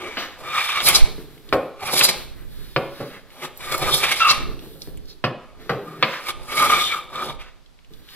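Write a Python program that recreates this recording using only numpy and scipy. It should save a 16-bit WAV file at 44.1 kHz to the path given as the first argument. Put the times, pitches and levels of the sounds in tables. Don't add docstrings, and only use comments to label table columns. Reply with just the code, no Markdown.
import sys
import numpy as np
from scipy import signal
from scipy.fft import rfft, irfft, next_fast_len
from scipy.io import wavfile
from scipy.ndimage import uniform_filter1d

SR = 44100
rng = np.random.default_rng(int(sys.argv[2]) if len(sys.argv) > 2 else 0)


def waveform_to_disk(signal):
    frames = np.transpose(np.atleast_2d(signal))
    scaled = np.clip(frames, -1, 1) * 32767
    samples = np.round(scaled).astype(np.int16)
    wavfile.write(sys.argv[1], SR, samples)


N = 359535
T = np.arange(N) / SR

# pitch in Hz, width in Hz, level in dB.
BLADE_MODES = [(1220.5, 62, 3.5), (1200, 500, -12.5), (1320, 88, -15.5)]
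BOARD_MODES = [(321, 34, -4.5), (369.6, 17.5, 3), (426, 28, -1), (523, 54, 1.5), (603, 55, 1.5),
               (840, 300, -2.5)]
BENCH_MODES = [(112, 24, -7), (146, 26, 1), (205, 55, -5), (255, 50, -2)]


def undb(db):
    return 10 ** (np.asarray(db) / 20)


def unit(x):
    return x / np.sqrt(np.mean(x ** 2))


def on_log(hz, table):
    at, value = np.transpose(table)
    return np.interp(np.log(hz + 1), np.log(at + 1), value)


def filtered(x, response):
    size = next_fast_len(x.shape[-1] + SR)
    hz = np.arange(size // 2 + 1) * SR / size
    return irfft(rfft(x, size) * response(hz), size)[..., :x.shape[-1]]


def resonance(hz, centre_hz, width_hz):
    return 1j * hz * width_hz / (centre_hz ** 2 - hz ** 2 + 1j * hz * width_hz)


def ringing(hz, modes):
    return sum((-1) ** k * undb(db) * resonance(hz, centre_hz, width_hz)
               for k, (centre_hz, width_hz, db) in enumerate(modes))


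def walk(rate):
    k = int(SR / rate)
    steps = np.repeat(rng.standard_normal(N // k + 1), k)
    return 1.26 * uniform_filter1d(uniform_filter1d(steps, k), k)[:N]


def fibres(spread_db):
    return rng.standard_normal(N) * undb(spread_db * rng.exponential(size=N))


def flexed(x, rate):
    flex_s = .0007
    return np.interp(T + flex_s * walk(rate), T, x)


def held(start_s, length_s, attack_db_s, release_db_s):
    early_s = np.clip(start_s - T, 0, None)
    late_s = np.clip(T - start_s - length_s, 0, None)
    return undb(-attack_db_s * early_s - release_db_s * late_s)


def swells(rows):
    return sum(undb(db) * np.exp(-((T - s) / width_s) ** 2) for s, db, width_s in rows)


def joined(spans, silent_db=-95):
    rows = []
    for span in sorted(spans):
        if rows and span[0][0] - rows[-1][0] > .25:
            rows += [(rows[-1][0] + 0.049, silent_db, *rows[-1][2:]),
                     (span[0][0] - .09, silent_db, *span[0][2:])]
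        rows += span
    rows += [(rows[-1][0] + 0.088, silent_db, *rows[-1][2:])]
    s, *columns = np.transpose(sorted(rows, key=lambda row: row[0]))
    return [np.interp(T, s, column) for column in columns]


def hiss():
    # pitch in Hz, level in dB per Hz.
    hiss_colour = [(35, -34.5), (60, -18.5), (81, -4.5), (420, -7.5), (519, -7), (2380, -13.5),
                   (4700, -13.5), (5170, -16.5), (6530, -21), (14500, -29), (16300, -55)]
    level_db, side_db = -60, -4.5
    mid, side = filtered(rng.standard_normal((2, N)), lambda hz: undb(on_log(hz, hiss_colour)))
    mid = unit(mid) * undb(level_db + 1.3 * walk(0.6))
    side = unit(side) * undb(level_db + side_db)
    return np.array([mid + side, mid - side])


def air():
    # start in seconds, level in dB before the split between ports.
    gust_rows = [(0.0, -58), (1.031, -32), (2.181, -35.5), (2.57, -43), (3.88, -36.5), (4.4, -34),
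                 (4.97, -43.5), (5.3, -58), (6.4, -49), (6.661, -45.5), (7.301, -54)]
    rise_db_s, fall_db_s, calm_db = 89, 63, -56
    flutter_hz, flutter_side_db = 34.6, 6.5
    puff_s, puff_db, puff_width_s = 1.032, -3, 0.0063

    def flutter(hz):
        return hz / (hz + 8) * (1 / (1 + (hz / flutter_hz) ** 2.6) + 0.095 / (1 + (hz / 300) ** 3))

    flow = filtered(rng.standard_normal((2, N)) * undb(3.5 * walk(9.6)), flutter)
    strength = undb(calm_db) + sum(undb(db) * held(s, 0, rise_db_s, fall_db_s) for s, db in gust_rows)
    push, own = unit(flow) * strength
    u = (T - puff_s) / puff_width_s
    push = push + undb(puff_db) * u * np.exp(-u ** 2 / 2)
    mid = 0.45 * push + 0.82 * own
    side = undb(flutter_side_db) * push + .3 * own
    return np.array([mid - side, mid + side])


def plane():
    # time in seconds, sole scraping in dB,
    # blade chatter in dB over the scraping, shaving hiss in dB over the scraping.
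    strokes = [
        [(0.385, -57, 0, 1.5), (0.445, -40.5, 2.5, -20.5), (0.53, -31, -1, -23.5), (0.584, -25, 3.5, -18.5),
         (0.64, -28, -5, -10), (0.73, -26, -2.5, -20), (0.81, -23.5, -2.5, -22.5), (0.844, -39.5, -14.5, 14),
         (0.886, -16.5, -7, -2), (0.928, -28.5, -1.5, -5.5), (0.962, -28, 1.5, 6), (1.012, -33, -16, -10.5),
         (1.1, -51.5, -22, -7)],
        [(1.78, -53.5, 4, -13.5), (1.84, -41.5, 2, -5.5), (1.876, -33.5, -3, 0.5), (1.892, -33, 6.5, -11),
         (1.934, -46.5, -2, 11), (1.968, -23.5, -12.5, -1), (1.994, -26, -13, 10), (2.016, -18.5, 0.5, -18.5),
         (2.034, -31, -5.5, 12), (2.184, -45, -18.5, -18), (2.2, -54, -13, -3)],
        [(3.58, -64, -7, 9.5), (3.608, -37.5, -7, -11), (3.748, -37.5, 7.5, -4), (3.778, -50, 10, 10),
         (3.842, -26.5, -8, -17), (3.968, -38, 2, 13), (4.044, -23, -8.5, -15), (4.19, -30, -15, -6.5),
         (4.208, -21, 0.5, -23), (4.302, -27.5, -1.5, -8), (4.43, -38, -14, -19.5)],
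        [(6.46, -53, 2, 1.5), (6.534, -28.5, -4, -12.5), (6.558, -37.5, 13.5, 6.5), (6.574, -26.5, -0.5, -7),
         (6.632, -29.5, 3.5, -1.5), (6.686, -26.5, -8, -9.5), (6.738, -22, -1, -12), (6.864, -36.5, -5.5, -1.5),
         (6.926, -29, -17, -24), (6.948, -38.5, 10.5, -7), (7.06, -54.5, 4.5, -12)],
        [(7.09, -59, 2, -10), (7.14, -43, 10.5, -15), (7.19, -40.5, 1, -21), (7.24, -42, 9, -2),
         (7.28, -45, -1, -7), (7.305, -37.5, 6, -20), (7.322, -54, 3, -5), (7.36, -62, -8, -8)],
    ]
    # time of full level in seconds, rise, hold and fall in seconds,
    # sole scraping in dB, blade chatter in dB over the scraping, shaving hiss in dB over the scraping.
    scrape_rows = [(0.0, .03, 0.1, 0.26, -37, -4, -24), (3.447, 0.12, 0.0069, 0.041, -32, -2, -11.5),
                   (5.418, 0.13, 0.16, .05, -62.5, 5, -16.5), (5.886, .08, 0.088, 0.042, -53, 10.5, -13),
                   (6.287, 0.12, 0.019, 0.026, -32, 0.5, -6), (7.399, 0.034, .02, 0.11, -44.5, -6.5, -21)]
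    # dB over a -30 dB scrape, dB per dB of scrape, dB per dB of hiss over the scrape.
    drum_law = (-5.5, 0.57, 0.26)
    ring_law = (-4, 1.16, 0.11)
    tear_law = (0, 0.98, 0.93)
    # time in seconds, change in dB.
    drumming = [(0, 10), (.18, 3.5), (.5, 7), (.62, -18), (.8, 1), (3.7, 0.5), (3.87, 11.5), (4.05, 1.5),
                (4.2, -12), (4.3, -1), (6.52, 1), (6.62, 5.5), (6.95, -4.5), (7.14, 8), (7.3, 9),
                (7.39, -8)]
    # time in seconds, change in dB.
    bites = [(1.834, 5.5), (1.859, 5.5), (1.936, 9), (2.049, 7.5), (2.075, -2.5), (2.093, 15), (3.723, 12),
             (3.747, 8.5), (3.827, 7), (3.891, 3.5), (3.945, 7), (4.035, 6), (4.12, 7), (4.314, 12),
             (6.703, 4)]
    # time in seconds, level in dB, half width in seconds.
    crackles = [(0.958, -12.5, 0.0092), (2.06, -29.5, 0.06), (4.21, -32, 0.028), (4.303, -11.5, 0.016),
                (4.835, -51, 0.03), (5.107, -43.5, 0.024), (6.572, -37, 0.0069)]
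    # time in seconds, level in dB, half width in seconds.
    sings = [(1.956, -36, 0.025), (3.94, -21.5, 0.026), (6.29, -32.5, 0.0061), (6.855, -23.5, 0.061),
             (7.23, -40, 0.078)]
    # pitch in Hz, width in Hz, level in dB.
    sole_modes = [(2327, 92, 4), (1430, 220, -17.5), (2450, 1000, -3), (924, 550, -6.5)]
    iron_modes = [(3617, 180, 8), (3100, 490, 4), (3700, 980, 0.5)]
    # pitch in Hz, level in dB per Hz.
    shaving_colour = [(2350, -32), (4000, 1), (6140, -6.5), (6750, -16.5), (7290, -3), (7960, -9),
                      (9770, -6.5), (11300, -2.5), (12400, -14), (14400, -8.5), (16300, -24)]
    fade_db, bite_s = 30.5, 0.0092

    scrapes = []
    for s, rise_s, hold_s, fall_s, db, *over in scrape_rows:
        low_db, end_s = db - fade_db, s + hold_s
        scrapes.append([(s - rise_s, low_db, *over), (s, db, *over),
                        (end_s, db, *over), (end_s + fall_s, low_db, *over)])
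    sole_db, chatter_db, shaving_db = joined([list(map(tuple, rows)) for rows in strokes] + scrapes)
    board_db, iron_db, tear_db = (db - 30 + per_scrape * (sole_db + 30) + per_hiss * shaving_db
                                  for db, per_scrape, per_hiss in (drum_law, ring_law, tear_law))
    board_db = board_db + np.interp(T, *np.transpose(drumming))
    bite_db = sum(db * np.exp(-((T - s) / bite_s) ** 2) for s, db in bites)

    grip = walk(45) * 1.1 + walk(140) * 2.0
    chatter = filtered(fibres(0.74) * undb(grip), lambda hz: ringing(hz, BLADE_MODES))
    scrape = filtered(fibres(1.7) * undb(.9 * grip + 1.1 * walk(25)), lambda hz: ringing(hz, sole_modes))
    ring = filtered(fibres(3.37) * undb(0.26 * grip + 1.0 * walk(35)), lambda hz: ringing(hz, iron_modes))
    chatter, scrape, ring = flexed(chatter, 7.), flexed(scrape, 14.), flexed(ring, 16.)
    lumps_db = 2.2 * walk(18)
    drum = filtered(fibres(3.31) * undb(0.36 * grip + lumps_db),
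                    lambda hz: ringing(hz, BOARD_MODES) + 0.78 * ringing(hz, BENCH_MODES))
    curl = filtered(fibres(1.6) * undb(0.9 * grip + 0.36 * walk(26)),
                    lambda hz: undb(on_log(hz, shaving_colour)))
    tear = filtered(curl, lambda hz: 1 / (1 + (hz / 6500) ** 12))
    parts = ((chatter, sole_db + chatter_db), (drum, board_db), (scrape, sole_db), (ring, iron_db),
             (tear, tear_db), (curl - tear, sole_db + shaving_db))
    cutting = undb(bite_db) * sum(unit(part) * undb(db) for part, db in parts)
    return cutting + swells(crackles) * unit(tear) + swells(sings) * unit(ring)


def locks():
    # centre in seconds, rms level in dB, half width in seconds, pitch in Hz, line width in Hz.
    lock_rows = [(.045, -37.5, 0.056, 409, 39.6), (6.814, -23.5, 0.019, 3520, 153),
                 (6.868, -25.5, .025, 3555, 198), (0.561, -30.5, 0.031, 1200, 79),
                 (0.591, -25, 0.019, 2330, 99), (1.835, -31, 0.018, 834, 120.4),
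                 (1.875, -31.5, 0.02, 2364, 100), (1.89, -30.5, 0.011, 957, 150),
                 (3.893, -21, .014, 1220, 49.6), (6.585, -21.5, 0.016, 2230, 59.2),
                 (6.605, -15.5, 0.0076, 1255, 39.5), (6.632, -12.5, 0.016, 1217, 29.7),
                 (6.63, -25, 0.033, 2237, 60.4), (6.663, -16, 0.0068, 1250, 40),
                 (6.703, -12.5, 0.0052, 1183, 30), (6.735, -13.5, 0.018, 1206, 29),
                 (6.74, -23.5, .035, 2298, 60.4), (6.778, -21, 0.02, 1227, 49.5),
                 (6.795, -25, 0.02, 2216, 60), (6.92, -26.5, .02, 2342, 80.4),
                 (6.938, -26.5, 0.018, 1307, 60.6), (3.745, -24.5, 0.013, 2237, 80),
                 (4.04, -19.5, 0.01, 2350, 81), (7.168, -31.5, 0.017, 1230, 39.4),
                 (7.195, -27, 0.014, 1234, 40), (7.225, -25.5, 0.016, 1247, 39.8),
                 (7.3, -33.5, 0.0053, 3400, 149)]
    out = np.zeros(N)
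    for s, db, width_s, hz, line_hz in lock_rows:
        near = np.abs(T - s) < 3 * width_s
        t = T[near] - s
        wander = np.cumsum(rng.standard_normal(len(t))) * np.sqrt(2 * np.pi * line_hz / SR)
        tone = np.sqrt(2) * np.cos(2 * np.pi * hz * t + wander)
        out[near] += undb(db) * np.exp(-(t / width_s) ** 2) * tone
    return out


def thump(t, rise_s=0.0019):
    # pitch in Hz, level in dB per Hz.
    body_colour = [(140, -13), (260, -2.5), (400, -1.5), (540, 5), (650, -5.5), (790, -4), (900, -15),
                   (1150, -7.5), (4000, -41)]
    fade_s = 0.026
    x = filtered(rng.standard_normal(len(t)), lambda hz: undb(on_log(hz, body_colour)))
    x = x * (1 - np.exp(-(t / rise_s) ** 2)) * np.exp(-t / fade_s)
    return x / np.abs(x).max()


def knocks():
    # start in seconds, peak of the crack in dB, then bench thud, board bloom
    # and edge click in dB over that peak, rattle in seconds (0.007 at least is used),
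    # delay of the heel in seconds, level of the heel in dB over the first contact.
    knock_rows = [(0.169, -15.5, -36, -9, 1, 0.027, 0.013, -13),
                  (1.525, -4, -19, -5.5, -13.5, 0.0099, 0.0076, -11.5),
                  (2.761, -6, -16, -6.5, -2, 0.0024, 0.0075, -26),
                  (3.002, -34.5, 8.5, 13, -19, 0.0093, 0.009, -3),
                  (5.239, -8.5, -9, -5, -7.5, 0.015, 0.008, -21),
                  (5.693, -10.5, -9, -1.5, -17.5, 0.018, 0.0093, -27),
                  (6.025, -2.5, -24, -13.5, 1.5, 0.0093, 0.013, -34)]
    # start in seconds, peak in dB.
    bump_rows = [(2.193, -45), (2.329, -46), (4.486, -39), (4.62, -40), (4.748, -44), (4.87, -45),
                 (5.579, -44)]
    # pitch in Hz, level in dB per Hz.
    crack_colour = [(410, -45), (700, -7.5), (824, -16.5), (1110, -1), (1660, -8), (2110, -9.5),
                    (3530, -16), (4950, -6.5), (14000, -71.5)]
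    top_hz = 4250
    out, t = np.zeros(N), np.arange(int(.3 * SR)) / SR
    grid = np.linspace(0, SR / 2, 257)
    colour = signal.firwin2(1023, grid, undb(2 * on_log(grid, crack_colour)), fs=SR)
    colour = signal.minimum_phase(colour)
    strike = undb(7) * np.exp(-((t - .0014) / .00007) ** 2)
    for s, db, bench_db, board_db, edge_db, rattle_s, heel_s, heel_db in knock_rows:
        touch = rng.standard_normal((2, len(t))) * (1 - np.exp(-(t / .0018) ** 2))
        rattle = touch[0] * np.exp(-t / max(rattle_s, .007))
        crack = signal.fftconvolve(strike + rattle, colour)[:len(t)]

        def heel_and_dulling(hz):
            heel = undb(heel_db) * np.exp(-2j * np.pi * hz * heel_s)
            return (1 + heel) / (1 + 1j * hz / top_hz) ** 4

        crack = filtered(crack, heel_and_dulling)
        edge = filtered(crack, lambda hz: resonance(hz, 3040, 2600) ** 2)
        bloom = thump(t)
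        thud = filtered(touch[1] * np.exp(-t / 0.0051),
                        lambda hz: ringing(hz, BENCH_MODES) / (1 + 1j * hz / 1500) ** 2)
        parts = (crack, 0), (edge, edge_db), (bloom, board_db), (thud, bench_db)
        first = int(s * SR)
        out[first:first + len(t)] += sum(undb(db + over_db) * x / np.abs(x).max() for x, over_db in parts)
    for s, db in bump_rows:
        first = int(s * SR)
        out[first:first + len(t)] += undb(db) * thump(t, rise_s=0.013)
    return out


def handling():
    # start in seconds, length in seconds, then low rub, middle rustle, swish and fine fizz in dB.
    brush_rows = [(0.193, 0.011, -59, -31.5, -35, -46), (0.234, 0.27, -67, -62, -78, -79),
                  (1.047, 0.16, -43.5, -53.5, -55, -54), (1.307, 0.36, -48.5, -57.5, -60.5, -60),
                  (2.155, 0.039, -50, -45.5, -42.5, -46), (2.38, 0.066, -56, -56.5, -69, -60.5),
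                  (2.523, 0.56, -59, -57, -53, -55.5), (2.955, 0.21, -51, -50, -60.5, -64),
                  (3.333, 0.091, -69, -49.5, -54, -54), (4.403, 0.22, -41.5, -55.5, -56, -59),
                  (4.638, 0.099, -49, -63, -55.5, -54), (4.815, 0.011, -49, -52, -51.5, -48.5),
                  (4.95, 0.085, -53, -67, -69, -75), (5.089, 0.016, -50.5, -68, -58, -60.5),
                  (5.612, 0.19, -48.5, -53, -55.5, -61), (5.852, 0.2, -41.5, -55, -66, -63),
                  (6.05, 0.092, -76, -35, -43, -52.5), (7.448, 0.028, -71.5, -55, -65.5, -83),
                  (7.923, 0.073, -55.5, -62, -62, -62.5), (8.105, 0.064, -68, -52.5, -48, -53.5)]
    attack_db_s, release_db_s = 297, 130.5
    low, middle, high, top = sum(undb(db)[:, None] * held(s, length_s, attack_db_s, release_db_s)
                                 for s, length_s, *db in brush_rows)
    touch = 1.6 * walk(22)
    rub = filtered(fibres(4.66) * undb(touch + 1.9 * walk(43)),
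                   lambda hz: ringing(hz, BOARD_MODES[:3]) + 1.0 * ringing(hz, BENCH_MODES)
                   + 0.38 * resonance(hz, 370, 150))
    rustle = filtered(fibres(1.9) * undb(2.2 * touch),
                      lambda hz: resonance(hz, 1600, 1500) ** 2 + 0.35 * ringing(hz, BLADE_MODES))
    brushing = fibres(1.4) * undb(0.75 * touch)
    swish = filtered(brushing, lambda hz: resonance(hz, 3800, 2200) ** 2)
    fizz = filtered(brushing, lambda hz: resonance(hz, 11500, 9600) ** 2)
    return unit(rub) * low + unit(rustle) * middle + unit(swish) * high + unit(fizz) * top


def ticks():
    # start in seconds, peak in dB, pitch in Hz.
    tick_rows = [(0.8868, 2, 10800), (1.3774, -39, 2390), (1.49, -31, 3300), (2.0106, -3, 2170),
                 (3.304, -37, 2780), (3.5745, -24, 13500), (3.7798, -18, 13100), (3.813, -29, 2300),
                 (4.2944, -24, 5400), (4.318, -28, 3900), (4.592, -32, 3080), (4.819, -21, 4600),
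                 (4.973, -36, 8400), (4.974, -38, 2500), (5.056, -42, 4500), (6.417, -39, 2580),
                 (7.245, -28, 4200), (7.6612, -40.5, 3560), (7.7892, -43, 2500), (7.8466, -41, 2660),
                 (7.936, -36, 3560), (8.088, -34, 3000)]
    out, t = np.zeros(N), np.arange(int(0.022 * SR)) / SR
    for s, db, hz in tick_rows:
        burst = rng.standard_normal(len(t)) * np.exp(-t / 0.0021)
        burst = filtered(burst, lambda f: resonance(f, hz, 0.5 * hz) ** 2)
        first = int(s * SR)
        out[first:first + len(t)] += undb(db) * burst / np.abs(burst).max()
    return out


def squeal(width_hz=170, upper_hz=2700, upper_db=-6):
    # start in seconds, length in seconds, first pitch in Hz, level in dB.
    squeal_rows = [(4.206, 0.1, 1380, -17), (4.29, 0.043, 1238, -23)]
    sag_hz_s, edge_s = 2860, 0.00427
    hz = gain = 0
    for s, length_s, first_hz, db in squeal_rows:
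        hz = np.where(T > s - edge_s, first_hz - sag_hz_s * (T - s), hz)
        fade_points_s = [-edge_s, edge_s, length_s, length_s + edge_s]
        gain = gain + undb(db) * np.interp(T - s, fade_points_s, [0, 1, 1, 0])
    phase, upper = 2 * np.pi * np.cumsum(hz) / SR, 2 * np.pi * upper_hz * T
    rough = filtered(rng.standard_normal((4, N)), lambda f: 1 / (1 + (2 * f / width_hz) ** 2))
    low = rough[0] * np.cos(phase) + rough[1] * np.sin(phase)
    high = rough[2] * np.cos(upper) + rough[3] * np.sin(upper)
    return unit(low + undb(upper_db) * high) * gain


def ports(hz):
    # pitch in Hz, radians by which the left port leads.
    lead_rows = [(0, 0), (1800, 0.5), (3900, 2), (4800, 3.5), (7000, 4.5), (9000, 4.5), (12500, 5.5),
                 (16000, 9.5)]
    treble_db = 2.5
    side = np.array([[1], [-1]])
    lead = np.interp(hz, *np.transpose(lead_rows))
    return np.exp(.5j * lead * side) * undb(-side * treble_db * np.exp(-((hz - 8500) / 2500) ** 2))


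def tail():
    # pitch in Hz, time in seconds.
    decay_times = [(100, 0.27), (500, 0.6), (1500, 0.48), (4000, 0.57), (9000, 0.063), (16000, 0.14)]
    # pitch in Hz, echoes over direct sound in dB.
    wet_levels = [(100, -3.5), (500, -2), (1200, -10.5), (3000, -9), (7000, -22), (15000, -33.5)]
    # pitch in Hz, side over middle in dB.
    side_levels = [(60, 0), (150, -21), (400, -19.5), (900, -21), (2000, -13), (4500, -8.5), (9000, 21),
                   (15000, -6.5)]
    first_echo_s = 0.002
    scatter_db, scatter_s, scatter_hz = -3, 0.0069, 2530
    t = np.arange(int(.9 * SR)) / SR
    echoes = 0
    for hz in 90 * 2. ** np.arange(8):
        band = filtered(rng.standard_normal((2, len(t))), lambda f: np.abs(resonance(f, hz, hz)) ** 2)
        t60 = on_log(hz, decay_times)
        fade = undb(on_log(hz, wet_levels) - 60 * t / t60)
        echoes = echoes + band * fade / np.sqrt(t60 * SR / np.log(10 ** 6))
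    mid, side = echoes * np.clip(t / first_echo_s - 1, 0, 1)
    side = filtered(side, lambda f: undb(on_log(f, side_levels)))
    early = rng.standard_normal((2, len(t))) * np.exp(-t / scatter_s) / np.sqrt(scatter_s * SR / 2)
    early = filtered(early, lambda f: undb(scatter_db) / (1 + (scatter_hz / (f + 1)) ** 4))
    return np.array([mid + side, mid - side]) + early


def room(x, count=3, turn_s=.55):
    wet = 0
    for k in range(count):
        share = np.sqrt(2 / count) * np.cos(np.pi * (T / turn_s + k / count))
        wet = wet + signal.fftconvolve((share * x)[None], tail(), axes=1)[:, :N]
    return wet


def scene():
    knock_wet_db = 4
    cut = plane() + locks() + handling() + ticks() + squeal()
    blows = knocks()
    direct = filtered(np.array([cut + blows, cut + blows]), ports)
    spread = filtered(blows, lambda hz: undb(knock_wet_db / (1 + (hz / 2500) ** 2)))
    return direct + room(cut + spread) + hiss() + air()


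def record(dry):
    top_hz = 15700
    rounded = dry / (1 + dry ** 6) ** (1 / 6)
    return signal.sosfilt(signal.ellip(10, .2, 95, top_hz, fs=SR, output="sos"), rounded)


dry = scene()
out = record(dry)
waveform_to_disk(out)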